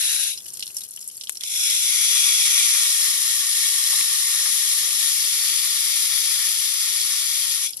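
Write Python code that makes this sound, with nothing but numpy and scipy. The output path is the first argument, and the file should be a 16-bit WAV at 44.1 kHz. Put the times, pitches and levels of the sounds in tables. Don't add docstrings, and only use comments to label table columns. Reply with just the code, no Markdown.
import sys
import numpy as np
from scipy import signal
from scipy.fft import rfft, irfft
from scipy.io import wavfile
from scipy.ndimage import map_coordinates

SR = 44100
rng = np.random.default_rng(int(sys.argv[2]) if len(sys.argv) > 2 else 0)


def int16_out(signal):
    q = np.round(np.clip(np.atleast_2d(signal).T, -1, 1) * 32767)
    wavfile.write(sys.argv[1], SR, q.astype(np.int16))


N = 343980
TIME = np.arange(N) / SR
BINS = np.maximum(np.arange(2049) * SR / 4096, 1)
DRUM_POWER = 2.3

# (valve opens [s], starts to close [s], closing time [s])
SQUEEZES = [(-1.6, 0.26, 0.075), (1.397, 7.648, 0.045)]
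# (frequency [Hz], level [dB])
TRICKLE_TONE = [(400, -16.5), (1900, -15), (2400, -7.5), (2950, -0.5), (3700, 3), (4500, 3.5), (5600, 5.5),
                (6500, 4), (8600, 6), (10000, 1.5), (11500, 8.5), (15000, 0)]


def undb(db):
    return 10 ** (np.asarray(db) / 20)


def unit(x):
    return x / np.sqrt(np.mean(x ** 2))


def shape(points):
    hz, db = np.transpose(points)
    return np.interp(np.log(BINS), np.log(np.sort(hz)), db)


def lifts(modes):
    return sum(db / (1 + (2 * (BINS - hz) / width) ** 2) for hz, width, db in modes)


def colour(x, db):
    cepstrum = irfft(np.log(undb(db)))
    half = len(cepstrum) // 2
    cepstrum[1:half] *= 2
    response = irfft(np.exp(rfft(cepstrum[:half], 2 * half)))[:half]
    return signal.oaconvolve(x, response[None], axes=-1)[:, :x.shape[-1]]


def pan(db):
    return undb(np.array([db, -db]).reshape(2, -1) / 2)


def walk(rate):
    knots = rng.standard_normal(2000)
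    return np.interp(TIME * rate, np.arange(len(knots)), knots)


def add(out, s, sound):
    start = int(s * SR)
    out[:, start:start + sound.shape[1]] += sound[:, :N - start]


def spread(pair):
    # (frequency [Hz], coherence [0-1], right-to-left phase [rad])
    likeness = [(120, .96, 0), (350, .84, 0), (750, .55, -.1), (950, .3, -.5), (1150, .75, -.5),
                (1400, .65, -1.1), (1600, .2, -.5), (1780, .65, .4), (2000, .8, -.3), (2450, .65, -.5),
                (2800, .25, -.8), (3300, .45, -1.6), (3800, .55, -3.3), (4400, .55, -5.4),
                (5000, .45, -4.8), (6400, .55, -2.6), (7300, .45, -2.3), (9300, .2, -3.1),
                (10400, .25, -6.2), (12500, .15, -11)]
    hz, coherence, phase = np.transpose(likeness)
    bins = np.arange(N // 2 + 1) * SR / N
    alike = np.interp(bins, hz, coherence).clip(0, 1)
    left, own = rfft(pair)
    right = alike * np.exp(1j * np.interp(bins, hz, phase)) * left + np.sqrt(1 - alike ** 2) * own
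    return np.array([pair[0], irfft(right, N)])


def garden(air_db=-64, hum_hz=209, hum_db=-75):
    # (frequency [Hz], level [dB])
    air_tone = [(20, -13), (60, 2), (130, 5), (200, 1.5), (400, 2.5), (700, -5), (1500, -5), (4000, -30),
                (15000, -49)]
    air = unit(colour(spread(rng.standard_normal((2, N))), shape(air_tone)))
    hum = np.sin(2 * np.pi * hum_hz * TIME + walk(rate=6))
    return undb(air_db + 1.8 * walk(rate=3.82)) * air + undb(hum_db) * hum


def thud(hz, width_hz, decay_s):
    t = TIME[:4096]
    push = np.exp(-t / decay_s) * rng.standard_normal((1, len(t)))
    detune = (BINS - hz ** 2 / BINS) / width_hz
    body = colour(push, -20 * np.log10(1 + detune ** 2).clip(0, 5))
    return body / abs(body).max()


def knocks():
    # (time [s], peak [dB], pitch [Hz], width [Hz], decay [s], pan [dB])
    bumps = [(4.0105, -19, 3400, 5000, .0015, 14), (4.011, -38.5, 400, 1800, .0015, 6),
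             (4.838, -46, 170, 700, .02, 0), (4.87, -46.5, 570, 220, .014, -1),
             (4.89, -51, 340, 340, .018, 0), (5.508, -48, 220, 420, .007, 0),
             (6.922, -50, 300, 700, .006, 0)]
    out = np.zeros((2, N))
    for s, db, hz, width_hz, decay_s, pan_db in bumps:
        add(out, s, undb(db) * pan(pan_db) * thud(hz, width_hz, decay_s))
    return out


def trigger(echo_db=-31, echo_decay_s=0.0057):
    # (time [s], gain [dB], pan [dB])
    snaps = [(1.295, -2.5, 16.5), (1.438, -13, 11)]
    # (frequency [Hz], level [dB])
    snap_tone = [(150, -27), (500, -10), (1400, -6), (3000, -3), (6000, -23), (8500, 20.5), (10200, -6),
                 (12000, -2), (13000, -8), (15000, -14)]
    out, t = np.zeros((2, N)), TIME[:2048]
    crack = colour(signal.unit_impulse(len(t))[None], shape(snap_tone))
    for s, db, pan_db in snaps:
        echo = undb(echo_db) * np.exp(-t / echo_decay_s) * rng.standard_normal((2, len(t)))
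        add(out, s, undb(db) * pan(pan_db) * (crack + colour(echo, shape(TRICKLE_TONE))))
    return out


def bubble(hz, attack_s=0.00077, decay_s=0.005):
    t = TIME[:2048]
    envelope = (1 - np.exp(-t / attack_s)) * np.exp(-t / decay_s)
    wobble = .16 * np.cumsum(rng.standard_normal((2, len(t))), axis=1)
    return envelope * np.sin(2 * np.pi * hz * t + wobble)


def bubbles(trim_db=-1, pan_db=1.5):
    # (time [s], gain [dB], pitch [Hz])
    plinks = [(0.461, -34.5, 3000), (0.627, -37, 2900), (.702, -35, 2860), (0.816, -30.5, 3800),
              (.974, -29.5, 3030), (1.099, -40, 3100), (1.419, -36, 1900), (7.793, -27, 4900)]
    out = np.zeros((2, N))
    for s, db, hz in plinks:
        add(out, s, undb(db + trim_db) * pan(pan_db) * bubble(hz))
    return out


def splash(ring_hz, ring_db, softness_db, decay_s, ring_width_hz=600):
    # (frequency [Hz], width [Hz], lift [dB])
    wet_pots = [(2900, 180, 2.5), (3600, 430, -3), (4200, 200, 4), (4800, 300, -1), (5430, 320, 2),
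                (6100, 300, -2), (8500, 310, 2)]
    t = TIME[:4096]
    attack = 1 - np.exp(-t / .00025)
    tail = undb(-16) * np.exp(-t / .018)
    envelope = attack * (np.exp(-t / decay_s) + tail)
    landing = (3600, 3000, softness_db)
    tone = shape(TRICKLE_TONE) + lifts([landing, (ring_hz, ring_width_hz, ring_db)] + wet_pots)
    tone -= 10 * np.log10(np.mean(undb(tone) ** 2))
    return colour(envelope * rng.standard_normal((2, len(t))), tone)


def drips(trim_db=-1, ring_db=7):
    # (time [s], gain [dB], softness of landing [dB], pan [dB], ring [Hz], decay [s])
    fat_drops = [(.334, -26.5, 14, -2, 3900, 0.0039), (.374, -29.5, 7, -2, 5150, 0.011),
                 (.484, -30, -2, 2, 8570, .006), (0.537, -24.5, -24, -5, 8950, 0.0037),
                 (.571, -26.5, -2, 3, 4200, 0.0037), (.594, -22, -4, 0, 8600, 0.0033),
                 (.604, -29, 14, -3, 4460, 0.0034), (0.625, -17, 22, -4, 2900, 0.0035),
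                 (0.667, -24.5, 7, -3, 5040, 0.002), (0.677, -27, 3, 1, 4000, 0.0021),
                 (0.744, -29, -49, 2, 8550, .004), (.767, -19, -13, -5, 5660, 0.0058),
                 (0.783, -27.5, -4, 0, 8630, 0.0075), (0.806, -30, -6, 2, 4240, 0.0084),
                 (.834, -30, -2, -1, 8440, 0.012), (.887, -30, -23, 0, 10800, .003),
                 (0.908, -25, -55, -4, 10500, .003), (.962, -27, -9, 0, 8200, .003),
                 (1.011, -27, -10, -2, 8360, .004), (1.076, -22, -50, 0, 7640, 0.0046),
                 (1.086, -26, -13, -7, 8400, .004), (1.168, -27.5, -55, -2, 8290, .004),
                 (1.2106, -26.5, 15, -6, 5500, .005), (1.236, -27, 9, -6, 5090, 0.0045),
                 (1.271, -28.5, 18, -3, 3040, 0.0037), (1.321, -27, -55, 0, 8840, .004),
                 (1.354, -31, 3, 1, 8370, 0.0044), (1.371, -25.5, 4, -6, 5700, 0.003),
                 (1.408, -25.5, 9, -1, 3310, 0.0055), (1.435, -20, 14, -11, 6340, 0.0026),
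                 (1.485, -30, 3, -3, 8230, 0.0032), (1.701, -16.5, 19, -10, 3400, 0.0023),
                 (7.015, -20, 4, -11, 5000, 0.0035), (7.692, -28, 5, -4, 5100, .003),
                 (7.706, -25.5, -25, 2, 11400, .003), (7.732, -30.5, 20, -6, 5000, 0.0058),
                 (7.769, -26, -23, 5, 10500, 0.003), (7.773, -31, 6, -5, 4500, 0.0037)]
    out = np.zeros((2, N))
    for s, db, softness_db, pan_db, ring_hz, decay_s in fat_drops:
        add(out, s, undb(db + trim_db) * pan(pan_db) * splash(ring_hz, ring_db, softness_db, decay_s))
    return out


def impacts(per_second, scatter_db=0):
    lands = rng.random(N) < per_second / SR
    size = undb(scatter_db * np.minimum(rng.exponential(size=N), 5))
    return unit(lands * size * rng.standard_normal((2, N)))


def draining(flow, start_db=-36.5, fall_db_per_s=3.5):
    strength = np.zeros(N)
    for _, closes, _ in SQUEEZES:
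        ebb = undb(start_db - fall_db_per_s * (TIME - closes))
        strength = np.where(TIME > closes, ebb, strength)
    return strength * (1 - flow)


def run_off(flow, fizz_db=-4, drops_per_s=110, scatter_db=6.5, bubble_share=.025):
    strength = draining(flow)
    fizz_tone = shape(TRICKLE_TONE) + lifts([(3640, 9800, -7), (14500, 1900, 6)])
    fizz = unit(colour(impacts(per_second=4800, scatter_db=1.5), fizz_tone))
    out = strength * undb(fizz_db + 3.2 * walk(rate=60)) * fizz
    jitter_s = 2 / drops_per_s
    times = np.arange(0, TIME[-1] - jitter_s, 1 / drops_per_s)
    times += jitter_s * rng.random(len(times))
    traits = rng.uniform(-.8, 1, (len(times), 4))
    for s, (size, pitch, soft, side), luck in zip(times, traits, rng.random(len(times))):
        if flow[int(s * SR)] < .5:
            drop = splash(5800 * 2 ** (.7 * pitch), ring_db=12, softness_db=10 * soft - 8, decay_s=.0025)
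            gain = strength[int(s * SR)] * undb(scatter_db * size) * pan(4 * side)
            add(out, s, gain * drop)
            if luck < bubble_share:
                add(out, s, gain * bubble(3800 * 2 ** (.5 * pitch)))
    return out


def splats(flow, per_second=14, small_db=-36, centre_hz=2700, scatter_db=3, pan_db=-3):
    # (time [s], peak [dB], pitch [Hz], width [Hz], decay [s], pan [dB])
    big_slaps = [(2.239, -49, 724, 400, .018, 0), (3.929, -33, 920, 700, .010, -5),
                 (4.456, -26, 2000, 1800, .006, -2), (4.456, -36, 1000, 700, .012, -3)]
    out = np.zeros((2, N))
    for s, db, hz, width_hz, decay_s, side_db in big_slaps:
        add(out, s, undb(db) * pan(side_db) * thud(hz, width_hz, decay_s))
    for when, pitch, size in rng.random((int(per_second * TIME[-1]), 3)):
        hz = centre_hz * 2 ** (pitch - .5)
        force = flow[int(when * N)] ** DRUM_POWER
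        gain = force * undb(small_db + scatter_db * (2 * size - 1)) * hz / centre_hz
        add(out, when * TIME[-1], gain * pan(pan_db) * thud(hz, width_hz=hz / 5, decay_s=.007))
    return out


def valve(rise_s=0.19):
    flow = 0
    for opens, closes, closing_s in SQUEEZES:
        rise = 1 - np.exp(-np.maximum(TIME - opens, 0) / rise_s)
        release = np.exp(-(np.maximum(TIME - closes, 0) / closing_s) ** 2)
        flow += rise * release
    return flow


def reflections(pair, strength=.15, drift=.025, count=4):
    out, index = pair, np.arange(N)
    for _ in range(count):
        lag_s = rng.uniform(0.001505, .009) * (1 + drift * walk(rate=2.5))
        echo = np.array([np.interp(index - lag_s * SR * rng.uniform(.9, 1.1), index, x) for x in pair])
        out = out + strength * echo
    return unit(out)


def side_colour(pair):
    # (frequency [Hz], width [Hz], lift [dB])
    left_eq = [(1326, 84, -6), (1830, 130, 1.5), (2230, 410, 4.5), (3075, 170, -3), (3280, 360, 2.5),
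               (3736, 90, 4.5), (4000, 240, -3), (4110, 110, 4), (4300, 87, -5.5), (4480, 100, 2.5),
               (4730, 98, -0.5), (4820, 180, 4.5), (5270, 200, -1), (5970, 160, 3.5), (6320, 140, 1.5),
               (7530, 180, 2.5), (7800, 170, 5)]
    right_eq = [(1270, 180, -3), (1710, 250, -3), (2420, 1030, 6.5), (2950, 210, -1), (3500, 270, -5),
                (3920, 310, 5), (4760, 230, -3), (5015, 110, 3.5), (5950, 260, -2.5), (7130, 250, 2),
                (7600, 500, -4), (10100, 500, -28), (11000, 630, 3), (12420, 220, -18)]
    return np.vstack([colour(pair[:1], lifts(left_eq)), colour(pair[1:], lifts(right_eq))])


def sway(pair, depth=.004):
    index = np.arange(N) + np.cumsum(depth * walk(rate=6))
    return np.array([map_coordinates(x, [index], mode="mirror") for x in pair])


def aimed_tone(drops):
    # (frequency [Hz], width [Hz], lift [dB])
    among_pots = [(420, 350, -8), (1593, 270, 18), (2260, 170, -5.5), (2760, 190, 6.5), (3250, 110, -6),
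                  (3570, 130, -2), (3890, 170, 9), (5000, 220, -8), (5430, 150, 5), (5940, 500, -2),
                  (10130, 490, 4.5), (11560, 210, 0)]
    dish_foot = [(1480, 200, 10), (2400, 200, 1.5), (3450, 110, 6), (3000, 400, -3), (4560, 290, -12),
                 (5600, 280, 7), (6000, 200, -3), (7500, 270, 2), (10160, 130, -4)]
    dish_rim = [(1155, 91, 4.5), (1736, 120, -9.5), (2320, 280, 3.5), (3400, 140, 6), (4180, 140, -3),
                (4420, 110, 2.5), (5800, 390, 3.5), (7060, 100, -0.5), (10490, 170, 2.5)]
    dish_bowl = [(1156, 115, 11.5), (1560, 110, -3), (1870, 400, 6.5), (2370, 710, -5.5), (2620, 140, -2.5),
                 (3490, 190, -4), (4160, 93, 2.5), (5380, 115, 8), (6150, 3200, -3), (7020, 120, 4.5),
                 (7400, 190, -0.5), (9280, 1200, 4), (9810, 1060, -7), (10250, 190, 2.5)]
    dish_close = [(945, 120, -2.5), (1165, 90, 3.5), (1560, 90, -7.5), (1820, 600, -3), (2630, 120, -5),
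                  (4470, 180, 5.5), (4970, 190, 5), (5200, 150, 1.5), (6450, 350, -3.5), (7150, 220, 1.5),
                  (10120, 300, 2.5), (10970, 320, -4), (12050, 300, 8)]
    places = [among_pots, dish_foot, dish_rim, dish_bowl, dish_close]
    drum_levels = [-22.5, -23.5, -23, -22.5, -22]
    # (time [s], place [index in places])
    aim_path = [(0, 0), (.6, 0), (1.3, 1), (1.66, 1), (1.95, 2), (2.55, 2), (3.05, 3), (4.9, 3), (5.4, 4),
                (7.56, 4), (7.64, 2), (7.72, 1)]
    # (frequency [Hz], level [dB])
    hiss_tone = [(1400, -33.5), (1900, -31.5), (2150, -8.5), (3050, -3), (3350, 2.5), (4600, -0.5),
                 (5500, 1.5), (7000, 1.5), (10000, 2), (15500, 1)]
    drum_tone = [(100, -29), (300, -19.5), (600, -21), (900, -12), (1100, -2.5), (1350, 6), (1600, -2),
                 (1800, 8), (2050, 3.5), (2600, -9), (4000, -30)]
    aim = np.interp(TIME, *np.transpose(aim_path))
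    hiss, drum = 0, 0
    for place, (modes, drum_db) in enumerate(zip(places, drum_levels)):
        share = np.maximum(1 - abs(aim - place), 0)
        hiss += share * unit(colour(drops, shape(hiss_tone) + lifts(modes)))
        drum += share * undb(drum_db) * unit(colour(drops, shape(drum_tone) + lifts(modes)))
    return hiss, drum


def jet_drops(flow, spatter_db=-17):
    # (frequency [Hz], level [dB])
    spatter_tone = [(1000, -7.5), (2200, -4), (5000, -1.5), (9000, -8.5)]
    weak_tone = [(1900, -0.5), (4500, -3)]
    spatter = unit(colour(impacts(per_second=1400), shape(spatter_tone)))
    drops = reflections(spread(impacts(per_second=26000) + undb(spatter_db) * spatter))
    return flow * drops + (1 - flow) * colour(drops, shape(weak_tone))


def spray(flow):
    # (time [s], level [dB], pan [dB])
    jet_moves = [(.05, -20.5, -1.8), (.3, -22, -0.3), (1.55, -17, -2), (1.95, -18, -1), (2.15, -18, -1),
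                 (2.3, -16.5, -1), (2.8, -17.5, -2), (3.1, -19, -0.2), (3.6, -18.5, -0.5), (3.9, -18, -0.5),
                 (4.3, -19, -0.5), (4.5, -18.5, 1), (4.95, -19, .5), (5.06, -19, 1.3), (5.25, -19.5, -0.5),
                 (6.1, -20, 0.8), (6.9, -21, 0.3), (7.6, -22, 0.7)]
    times, levels, pans = np.transpose(jet_moves)
    jet_db, pan_db = np.interp(TIME, times, levels), np.interp(TIME, times, pans)
    hiss, drum = aimed_tone(jet_drops(flow))
    surge_db = 0.56 * walk(rate=12)
    flutter_db = 0.31 * walk(rate=35) + 0.59 * walk(rate=220)
    sputter_db = 3 * (1 - flow) ** 2 * walk(rate=110)
    hiss = flow * pan(pan_db) * sway(hiss)
    drum = flow ** DRUM_POWER * pan(db=1) * undb(1.23 * walk(rate=25)) * drum
    return side_colour(undb(jet_db + surge_db + flutter_db + sputter_db) * (hiss + drum))


def scene():
    flow = valve()
    jet = spray(flow) + splats(flow)
    dripping = spread(run_off(flow) + drips()) + bubbles()
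    return jet + dripping + trigger() + knocks() + garden()


def record(dry, top_hz=15500):
    # (frequency [Hz], gain [dB])
    left_port = [(300, -1), (1200, 1), (3400, 3.5), (5000, 0), (6500, 4.5), (7400, -0.5), (8750, -12.5),
                 (9600, 1), (10300, 13.5), (10800, 8.5), (11400, 7.5), (12100, -3), (12800, -8),
                 (15200, -13)]
    right_port = [(300, -2), (700, 0.5), (1200, -5), (2100, -1.5), (3400, -4.5), (4700, -2), (5100, 3.5),
                  (6100, 2), (7900, 1.5), (8750, 5), (9500, -3), (10150, -20), (11300, -9.5),
                  (12200, -16.5), (12700, -38.5)]
    heard = np.vstack([colour(dry[:1], shape(left_port)), colour(dry[1:], shape(right_port))])
    return signal.sosfilt(signal.ellip(10, .2, 80, top_hz, fs=SR, output="sos"), heard)


dry = scene()
out = record(dry)
int16_out(out)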